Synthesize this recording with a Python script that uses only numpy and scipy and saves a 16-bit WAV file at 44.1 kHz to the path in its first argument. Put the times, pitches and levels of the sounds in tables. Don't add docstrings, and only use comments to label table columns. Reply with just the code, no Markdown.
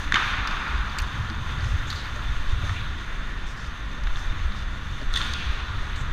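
import sys
import numpy as np
from scipy import signal
from scipy.fft import rfft, irfft, next_fast_len
from scipy.io import wavfile
from scipy.ndimage import uniform_filter1d, map_coordinates

SR = 44100
rng = np.random.default_rng(int(sys.argv[2]) if len(sys.argv) > 2 else 0)


def pcm_store(signal):
    levels = np.round(np.clip(np.atleast_2d(signal), -1, 1) * 32767)
    wavfile.write(sys.argv[1], SR, levels.astype(np.int16).T)


def natural_amplitude(level_db):
    exponent = np.asarray(level_db, float) / 20
    return 10 ** exponent


N = 269892

# (frequency [Hz], level [dB per Hz])
HUM_TONE = [(76, -15), (130, -3), (150, -9.5), (194, -8.5), (227, -11), (432, -20.5), (565, -21),
            (850, -22), (1100, -18.5), (1870, -120)]
HUM_DB = -41.5
HUM_FOLLOWS = 0.55
# (time [s], strength [dB], lean towards small eddies [dB])
AIR_STREAM = [(0, -34.5, 1), (.5, -40, 0.5), (1, -39.5, -1.5), (1.15, -39, 7), (1.7, -32.5, 4),
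              (1.95, -42, 7.5), (2.3, -32, -1.5), (2.7, -37, 3.5), (2.95, -36.5, 0.5), (3.1, -41.5, 2.5),
              (3.55, -39.5, 0), (3.66, -41, 4.5), (3.76, -43, -1), (4.1, -35.5, -1), (4.7, -37, 4),
              (5.3, -36, 2), (5.7, -42, 2), (6.12, -31.5, 4)]
# (frequency [Hz], level [dB per Hz])
BUFFET_TONE = [(4.7, -14), (8.0, 5.5), (22, 1.5), (50, -1.5), (107, -13.5), (135, -19), (180, -25),
               (300, -120)]
# (lowest [Hz], highest [Hz])
EDDY_RANGES = [(0, 42), (42, 70), (70, 135)]
EDDY_LEVELS = (5, -1, -3.5)
EDDY_LEANS = (-0.43, 0.27, 0.91)
# (time [s], half length [s], peak [dB])
LARGE_EDDY_GUSTS = [(0.54, 0.073, -27), (1.796, 0.039, -26.5), (2.392, 0.031, -20.5), (2.514, 0.042, -17.5),
                    (3.193, 0.15, -28), (3.446, 0.044, -27.5), (4.064, 0.02, -27), (4.122, 0.066, -20.5),
                    (4.291, 0.026, -19.5), (4.467, 0.054, -21), (5.096, 0.063, -21), (5.146, 0.009, -33),
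                    (5.54, 0.036, -23), (5.799, 0.033, -23.5), (5.964, 0.071, -27), (6.095, 0.016, -35)]
# (time [s], half length [s], peak [dB])
MIDDLE_EDDY_GUSTS = [(0.127, 0.015, -27.5), (0.422, 0.043, -29), (0.78, 0.073, -23), (1.025, 0.035, -25.5),
                     (1.723, 0.042, -24.5), (2.308, 0.034, -26), (2.551, 0.063, -25.5), (3.85, 0.045, -28),
                     (4.039, 0.053, -27), (2.2, 0.044, -33), (4.447, 0.065, -26.5), (5.156, 0.042, -27.5),
                     (5.492, 0.034, -22.5), (5.619, 0.026, -27)]
# (time [s], half length [s], peak [dB])
SMALL_EDDY_GUSTS = [(0.755, 0.077, -41), (1.213, 0.021, -22.5), (1.549, 0.018, -32.5), (1.655, 0.03, -24),
                    (1.739, 0.027, -22), (1.957, 0.031, -29.5), (2.297, 0.023, -30), (2.546, 0.028, -28.5),
                    (2.637, 0.026, -27), (2.714, 0.035, -25), (2.925, 0.041, -28.5), (4.39, 0.1, -31.5),
                    (5.735, 0.066, -30.5)]
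# (time [s], half length [s], peak [dB])
AIR_LUMP = (6.1185, 0.0054, -13)
# (time [s], activity [dB], nearness of the cutting edges [dB])
SKATING = [(0, -37, 2), (.13, -35.5, -1.5), (.2, -30.5, -1), (.4, -35, -2), (.8, -35.5, -1.5),
           (1.4, -39.5, 1), (1.6, -37, 0), (2.36, -39, 1), (2.65, -37.5, 2), (2.96, -39, -0.5),
           (3.93, -41, -1.5), (4.2, -39, 1.5), (4.4, -40, -1.5), (5.12, -40.5, 2), (5.2, -35.5, 4),
           (5.3, -38, 2), (5.6, -38.5, -1), (6.12, -38.5, -1.5)]
# (lowest [Hz], highest [Hz])
SCRAPE_RANGES = [(0, 2300), (2300, 4900), (4900, 9500), (9500, 15200)]
SCRAPE_LEVELS = (0, -6, -14.5, -31.5)
SCRAPE_NEARNESS = (0, .7, 1.3, 1.4)
# (frequency [Hz], level [dB per Hz])
HOUSING_TONE = [(450, -23.5), (760, -14.5), (1120, -0.5), (1920, -3), (2120, -6), (3060, -5.5), (3600, -7),
                (4180, -12.5), (5240, -24), (6400, -22), (7820, -34), (8760, -33.5), (15200, -48)]
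# (centre [Hz], width [Hz], lift [dB])
CAVITY_RESONANCES = [(1430, 56, 6), (1782, 190, 3.5), (3588, 240, 7.5), (6280, 310, 4), (8800, 400, 2.5),
                     (13400, 2600, 10)]
# (time [s], length [s],
# centre [Hz], level [dB])
SINGLE_STROKES = [(.161, 0.84, 2420, -36), (.984, 0.026, 2610, -32.5), (.985, 0.0065, 7050, -34.5),
                  (1.895, 0.069, 3700, -38), (1.935, 0.18, 3960, -41), (1.898, 0.16, 6400, -50),
                  (1.9, 0.11, 12000, -60), (2.74, 0.13, 2510, -40), (5.165, 0.65, 2510, -38.5),
                  (5.175, 0.24, 6330, -51), (5.955, 0.1, 6850, -50)]
# (time [s], length [s], centre [Hz], level [dB])
EDGE_SQUEALS = [
    (0, 0.17, 307, -46),
    (1.87, 0.053, 6550, -44.5),
    (2.155, 0.048, 584, -43),
    (2.626, 0.039, 620, -39),
    (2.738, 0.23, 3620, -44.5),
    (4.483, .19, 204, -42.5),
    (5.003, 0.043, 584, -45),
]
# (time [s], length [s], centre [Hz], level [dB])
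SNOW_SPRAYS = [
    (1.595, 0.3, 5300, -52),
    (3.46, .1, 5440, -48),
    (3.56, 0.18, 4970, -50),
    (4.16, 0.1, 5400, -52),
    (4.549, .12, 4430, -49),
]
SNOW_SPREAD = .6
# (time [s], peak [dB], pitch [Hz], 60 dB decay [s])
BOARD_THUDS = [
    (0.138, -9.5, 233, 0.032),
    (1.299, -26, 218, 0.13),
    (1.924, -24, 176, 0.024),
    (2.179, -49, 262, 0.027),
    (4.329, -17, 187, 0.029),
    (5.017, -23.5, 271, 0.056),
]
# (lowest [Hz], highest [Hz])
CONTACT_RANGES = [(0, 4900), (4900, 15200)]
# (frequency [Hz], 60 dB decay [s])
HALL_DECAY = [(800, 9.3), (2000, 1.1), (4000, 2.9), (8000, 0.77), (14000, 0.75)]
# (time [s], peak [dB], ring [Hz], tick under the peak [dB], 60 dB decay [s])
FAR_TAPS = [
    (2.1935, -30, 1370, -68, 0.014),
    (2.6934, -33.5, 1270, -30, 0.024),
    (4.0711, -28, 1800, -12, 0.027),
    (4.1715, -31, 1680, -7, 0.025),
    (4.4313, -47, 1400, -23, .02),
]
# (time [s], peak [dB], ring [Hz], tick under the peak [dB], 60 dB decay [s])
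DISTANT_BITES = [(0.4733, -24, 4900, -1, 0.03), (0.5113, -31, 4600, -2, 0.022),
                 (1.3, -29.5, 4830, -1.5, .014), (1.9138, -27.5, 4500, -26, 0.024),
                 (1.927, -22.5, 3620, -14, 0.028), (2.491, -56, 4090, -13, 0.021),
                 (3.855, -54, 4770, -4, .012), (3.915, -49, 6200, -3, .012), (4.037, -45, 6340, 10, 0.029),
                 (4.159, -25, 3400, -18, 0.018), (4.52, -34, 3930, -12, .025),
                 (5.603, -30, 3850, -18, 0.02), (5.9604, -33, 3940, -2, .03)]
# (time [s], peak [dB], ring [Hz], tick under the peak [dB], 60 dB decay [s])
NEAR_BITES = [
    (.9852, -23, 4580, -5.5, 0.03),
    (.9994, -35, 4450, 3, .02),
    (1.0196, -37, 4090, 4, 0.026),
    (1.9015, -24, 4220, -8, 0.026),
    (5.014, -41, 4500, -17, .02),
]
# (time [s], peak [dB], ring [Hz], tick under the peak [dB], 60 dB decay [s])
STICK_SLAPS = [
    (5.1315, -39, 8850, 2, 0.013),
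    (5.139, -21, 3500, 0.5, 0.0059),
    (5.1573, -21, 3470, -3, .008),
    (5.1613, -14.5, 3340, -9.5, 0.013),
    (5.168, -19, 3500, -11, 0.066),
    (5.1745, -26, 8700, -5, 0.0046),
    (5.206, -24, 1640, -21, 0.075),
    (5.2145, -19, 3330, -27, 0.012),
    (5.3362, -21.5, 4300, -0.5, 0.0093),
]
# (time [s], peak [dB], ring [Hz], tick under the peak [dB], 60 dB decay [s])
STICK_CLACKS = [
    (.1228, -15, 1700, -4.5, 0.0088),
    (.139, -26, 1530, -55, 0.054),
    (.1427, -10.5, 2100, -11, 0.033),
    (.1567, -12.5, 1560, -16, 0.062),
    (.1665, -14, 1360, -40, 0.078),
]
# (time [s], peak [dB], ring [Hz], time to peak [s])
HIT_PINGS = [(.1222, -12.5, 1660, 0.0011), (0.1243, -18, 3560, .0008), (.1425, -29, 6560, 0.00086),
             (.1442, -30, 3440, .001), (0.1543, -14, 1690, 0.0012), (0.158, -16, 3100, .0015),
             (.1605, -35, 7000, .001), (0.1697, -19, 1400, 0.0025), (.6812, -37, 4600, .001),
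             (.7795, -39, 4740, .001), (.8972, -35, 4500, .001), (0.9863, -28, 7660, 0.0009),
             (.99, -32, 6500, 0.00092), (.991, -45, 13000, .0015), (.9995, -45, 13300, .0015),
             (1.0185, -42, 6200, .001), (1.019, -42, 8850, .001), (1.3492, -44, 6350, .001),
             (1.5872, -42, 4510, .001), (1.607, -35, 4610, .001), (1.9603, -33, 4760, .001),
             (2.0007, -38, 4800, .001), (2.0561, -38, 4600, .001), (5.14, -35, 5540, 0.00031),
             (5.1425, -26, 3420, .001), (5.147, -24, 3530, 0.0012), (5.1572, -44, 10500, .0003),
             (5.1615, -43, 12100, .0005), (5.1615, -33, 6800, .0004), (5.1715, -26, 3400, 0.0013),
             (5.172, -24.5, 1910, .003), (5.18, -37, 6600, .0007), (5.187, -39, 6500, 0.00064),
             (5.1915, -38, 6500, 0.00065), (5.2255, -38, 6400, 0.00064), (5.229, -31.5, 1420, .012),
             (5.265, -35, 1430, .01), (5.3383, -18, 3870, 0.00028), (5.3364, -28, 5740, .0004),
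             (5.336, -38, 9400, .0004), (5.345, -33, 1424, 0.016), (5.8964, -44, 6300, .001),
             (0.1576, -11, 1900, 0.0005), (1.9018, -26, 3800, .001), (1.9025, -48, 13800, .0003),
             (1.9022, -44, 9800, .0003), (1.904, -33, 4900, 0.0011), (2.1941, -29, 1370, 0.0015),
             (2.6938, -23.5, 1220, 0.0018), (2.6946, -26, 1800, 0.0012)]


def unit(x):
    return x / np.sqrt(np.mean(np.abs(x) ** 2) + 1e-20)


def along(points, hz):
    f, value = np.transpose(points)
    return np.interp(np.log(hz + 1), np.log(f + 1), value)


def curves(rows):
    times, *columns = np.transpose(rows)
    return [np.interp(np.arange(N) / SR, times, column) for column in columns]


def wobble(rate):
    return map_coordinates(rng.standard_normal(N // 100), [np.arange(N) * rate / SR])


def filtered(x, response):
    size = next_fast_len(x.shape[-1] + 8192)
    spectrum = rfft(x, size) * response(np.fft.rfftfreq(size, 1 / SR))
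    return irfft(spectrum, size)[..., :x.shape[-1]]


def band(hz, edges):
    low, high = edges
    return 1 / np.sqrt((1 + (low / (hz + 1)) ** 12) * (1 + (hz / high) ** 12))


def patchy(depth_db):
    z = signal.stft(rng.standard_normal(N), nperseg=512)[2]
    patches = uniform_filter1d(rng.standard_normal(z.shape), size=6, axis=0)
    patches = uniform_filter1d(patches, size=12, axis=1)
    return signal.istft(z * natural_amplitude(depth_db * unit(patches)), nperseg=512)[1][:N]


def add_at(out, s, sound):
    out[round(s * SR):][:len(sound)] += sound


def gust_shape(s, half_s, db):
    return natural_amplitude(db) * np.exp(-((np.arange(N) / SR - s) / half_s) ** 2)


def housing(edges):
    hz = np.fft.rfftfreq(4096, 1 / SR)
    lift_db = sum(db / (1 + (2 * (hz - centre) / width) ** 2) for centre, width, db in CAVITY_RESONANCES)
    loudness = natural_amplitude(along(HOUSING_TONE, hz) + lift_db) * band(hz, edges)
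    cepstrum = irfft(np.log(loudness + 1e-6))
    cepstrum[1:2048] *= 2
    cepstrum[2049:] = 0
    response = irfft(np.exp(rfft(cepstrum)))
    return response / np.linalg.norm(response)


def hall_hum():
    hum = filtered(patchy(depth_db=1.0), lambda hz: natural_amplitude(along(HUM_TONE, hz)))
    activity_db = curves(SKATING)[0]
    return natural_amplitude(HUM_DB + HUM_FOLLOWS * (activity_db - activity_db.mean())) * unit(hum)


def air_buffeting():
    out = -gust_shape(*AIR_LUMP)
    stream_db, lean_db = curves(AIR_STREAM)
    all_gusts = (LARGE_EDDY_GUSTS, MIDDLE_EDDY_GUSTS, SMALL_EDDY_GUSTS)
    for gusts, eddy_db, share, edges in zip(all_gusts, EDDY_LEVELS, EDDY_LEANS, EDDY_RANGES):
        push = filtered(rng.standard_normal(N), lambda hz: natural_amplitude(along(BUFFET_TONE, hz)) * band(hz, edges))
        swing = uniform_filter1d(np.abs(signal.hilbert(push)), size=3000)
        steady = natural_amplitude(stream_db + eddy_db + share * lean_db + 2.4 * wobble(rate=12))
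        swell = np.maximum(steady, sum(gust_shape(*gust) for gust in gusts))
        out += swell * unit(push / swing ** 1.1)
    return out


def blade_scrapes():
    chip_db = np.minimum(4 * rng.exponential(size=N), 12) + 3 * wobble(rate=25)
    torn = rng.random(N) < 1200 / SR
    chips = unit(torn * rng.standard_normal(N) * natural_amplitude(chip_db))
    chatter = wobble(rate=14)
    out = np.zeros(N)
    activity_db, near_db = curves(SKATING)
    grains, chatters_db = (.15, .25, .35, .4), (.5, .7, .8, .9)
    layers = zip(SCRAPE_LEVELS, SCRAPE_NEARNESS, SCRAPE_RANGES, grains, chatters_db)
    for layer_db, share, edges, grain, chatter_db in layers:
        level_db = activity_db + layer_db + share * near_db
        ice = unit(patchy(depth_db=0.9)) + grain * chips
        scrape = signal.fftconvolve(ice, housing(edges))[:N]
        out += natural_amplitude(level_db + chatter_db * (chatter + wobble(rate=18))) * unit(scrape)
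    return out


def strokes(rows, spread):
    out = np.zeros(N + SR)
    rough = wobble(rate=73)
    for s, length, centre_hz, db in rows:
        u = np.clip(np.arange(SR * 3 // 4) / SR / length, 0, 1)
        rasp = filtered(rng.standard_normal(len(u)),
                        lambda hz: 1 / (1 + (2 * (hz / centre_hz - 1) / spread) ** 2))
        pressure = 2.24 * np.sqrt(u) * (1 - u) ** 1.35
        add_at(out, s, natural_amplitude(db) * pressure * unit(rasp))
    return natural_amplitude(2.1 * rough) * out[:N]


def board_thuds():
    t = np.arange(SR // 4) / SR
    out = np.zeros(N + SR)
    for s, db, hz, t60 in BOARD_THUDS:
        ring = np.sin(2 * np.pi * hz * t) + 0.55 * np.sin(2 * np.pi * 1.47 * hz * t)
        fade = natural_amplitude(db - 60 * t / max(t60, .01))
        add_at(out, s, fade * (1 - np.exp(-t / 0.0098)) * ring)
    return out[:N]


def hall_tail():
    hz, lag, z = signal.stft(rng.standard_normal(3 * SR // 2), SR, nperseg=256)
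    rise = np.clip(lag / 0.011, 0, 1)
    fade = natural_amplitude(-60 * lag / along(HALL_DECAY, hz)[:, None])
    tail = signal.istft(z * rise * fade, SR, nperseg=256)[1]
    return tail / np.linalg.norm(tail)


def hits(rows, knock_db, hall_db, rise_s=0.00018, crack=7.3):
    t = np.arange(SR // 10) / SR
    out = np.zeros(N + 3 * SR)
    for s, peak_db, ring_hz, tick_db, t60 in rows:
        mode = natural_amplitude(-60 * t / 0.0047) * (1 - np.exp(-t / 0.00021)) * np.sin(2 * np.pi * ring_hz * t)
        colours = [mode / np.linalg.norm(mode)] + [housing(edges) for edges in CONTACT_RANGES]
        burst = np.sign(rng.standard_normal(len(t))) * natural_amplitude(-60 * t / max(t60, .002))
        burst *= 1 - np.exp(-t / rise_s)
        burst[0] = crack
        parts = [signal.fftconvolve(burst, colour)[:len(t)] for colour in colours]
        levels_db = (0, knock_db, tick_db)
        parts = [natural_amplitude(peak_db + db) * part / np.abs(part).max() for db, part in zip(levels_db, parts)]
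        tail = hall_tail()
        blend = sum(np.linalg.norm(part) * colour[:4096] for part, colour in zip(parts, colours))
        add_at(out, s, sum(parts))
        add_at(out, s, signal.fftconvolve(blend, natural_amplitude(hall_db) * tail))
    return out[:N]


def far_contacts():
    far = hits(STICK_CLACKS, knock_db=-2, hall_db=-2.0)
    far += hits(STICK_SLAPS, knock_db=-5.5, hall_db=-3.5, rise_s=0.00084, crack=2.8)
    far += hits(FAR_TAPS + DISTANT_BITES, knock_db=2.0, hall_db=-9.0)
    return filtered(far, lambda hz: 1 / (1 + (hz / 11500) ** 4))


def near_bites():
    return hits(NEAR_BITES, knock_db=-5, hall_db=-13, rise_s=0.0012, crack=0.58)


def hit_pings():
    t = np.arange(SR // 10) / SR
    out = np.zeros(N + SR)
    for s, db, hz, peak_s in HIT_PINGS:
        u = t / max(peak_s, .0002)
        swell = (u * np.exp(1 - u)) ** 2
        add_at(out, s, natural_amplitude(db) * swell * np.sin(2 * np.pi * hz * t))
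    return out[:N]


def scene():
    contacts = filtered(far_contacts() + near_bites(), lambda hz: band(hz, (750, 20000)))
    scrapes = strokes(SINGLE_STROKES, spread=0.33)
    scrapes += strokes(EDGE_SQUEALS, spread=0.17)
    scrapes += strokes(SNOW_SPRAYS, spread=SNOW_SPREAD)
    background = hall_hum() + air_buffeting()
    return (background + blade_scrapes() + scrapes + board_thuds() + contacts + hit_pings())[None]


def roll_off(x):
    return signal.sosfilt(signal.butter(12, 15630, fs=SR, output="sos"), x)


def record(dry):
    kept = filtered(dry, lambda hz: hz < 15250)
    return roll_off(kept)


dry = scene()
out = record(dry)
pcm_store(out)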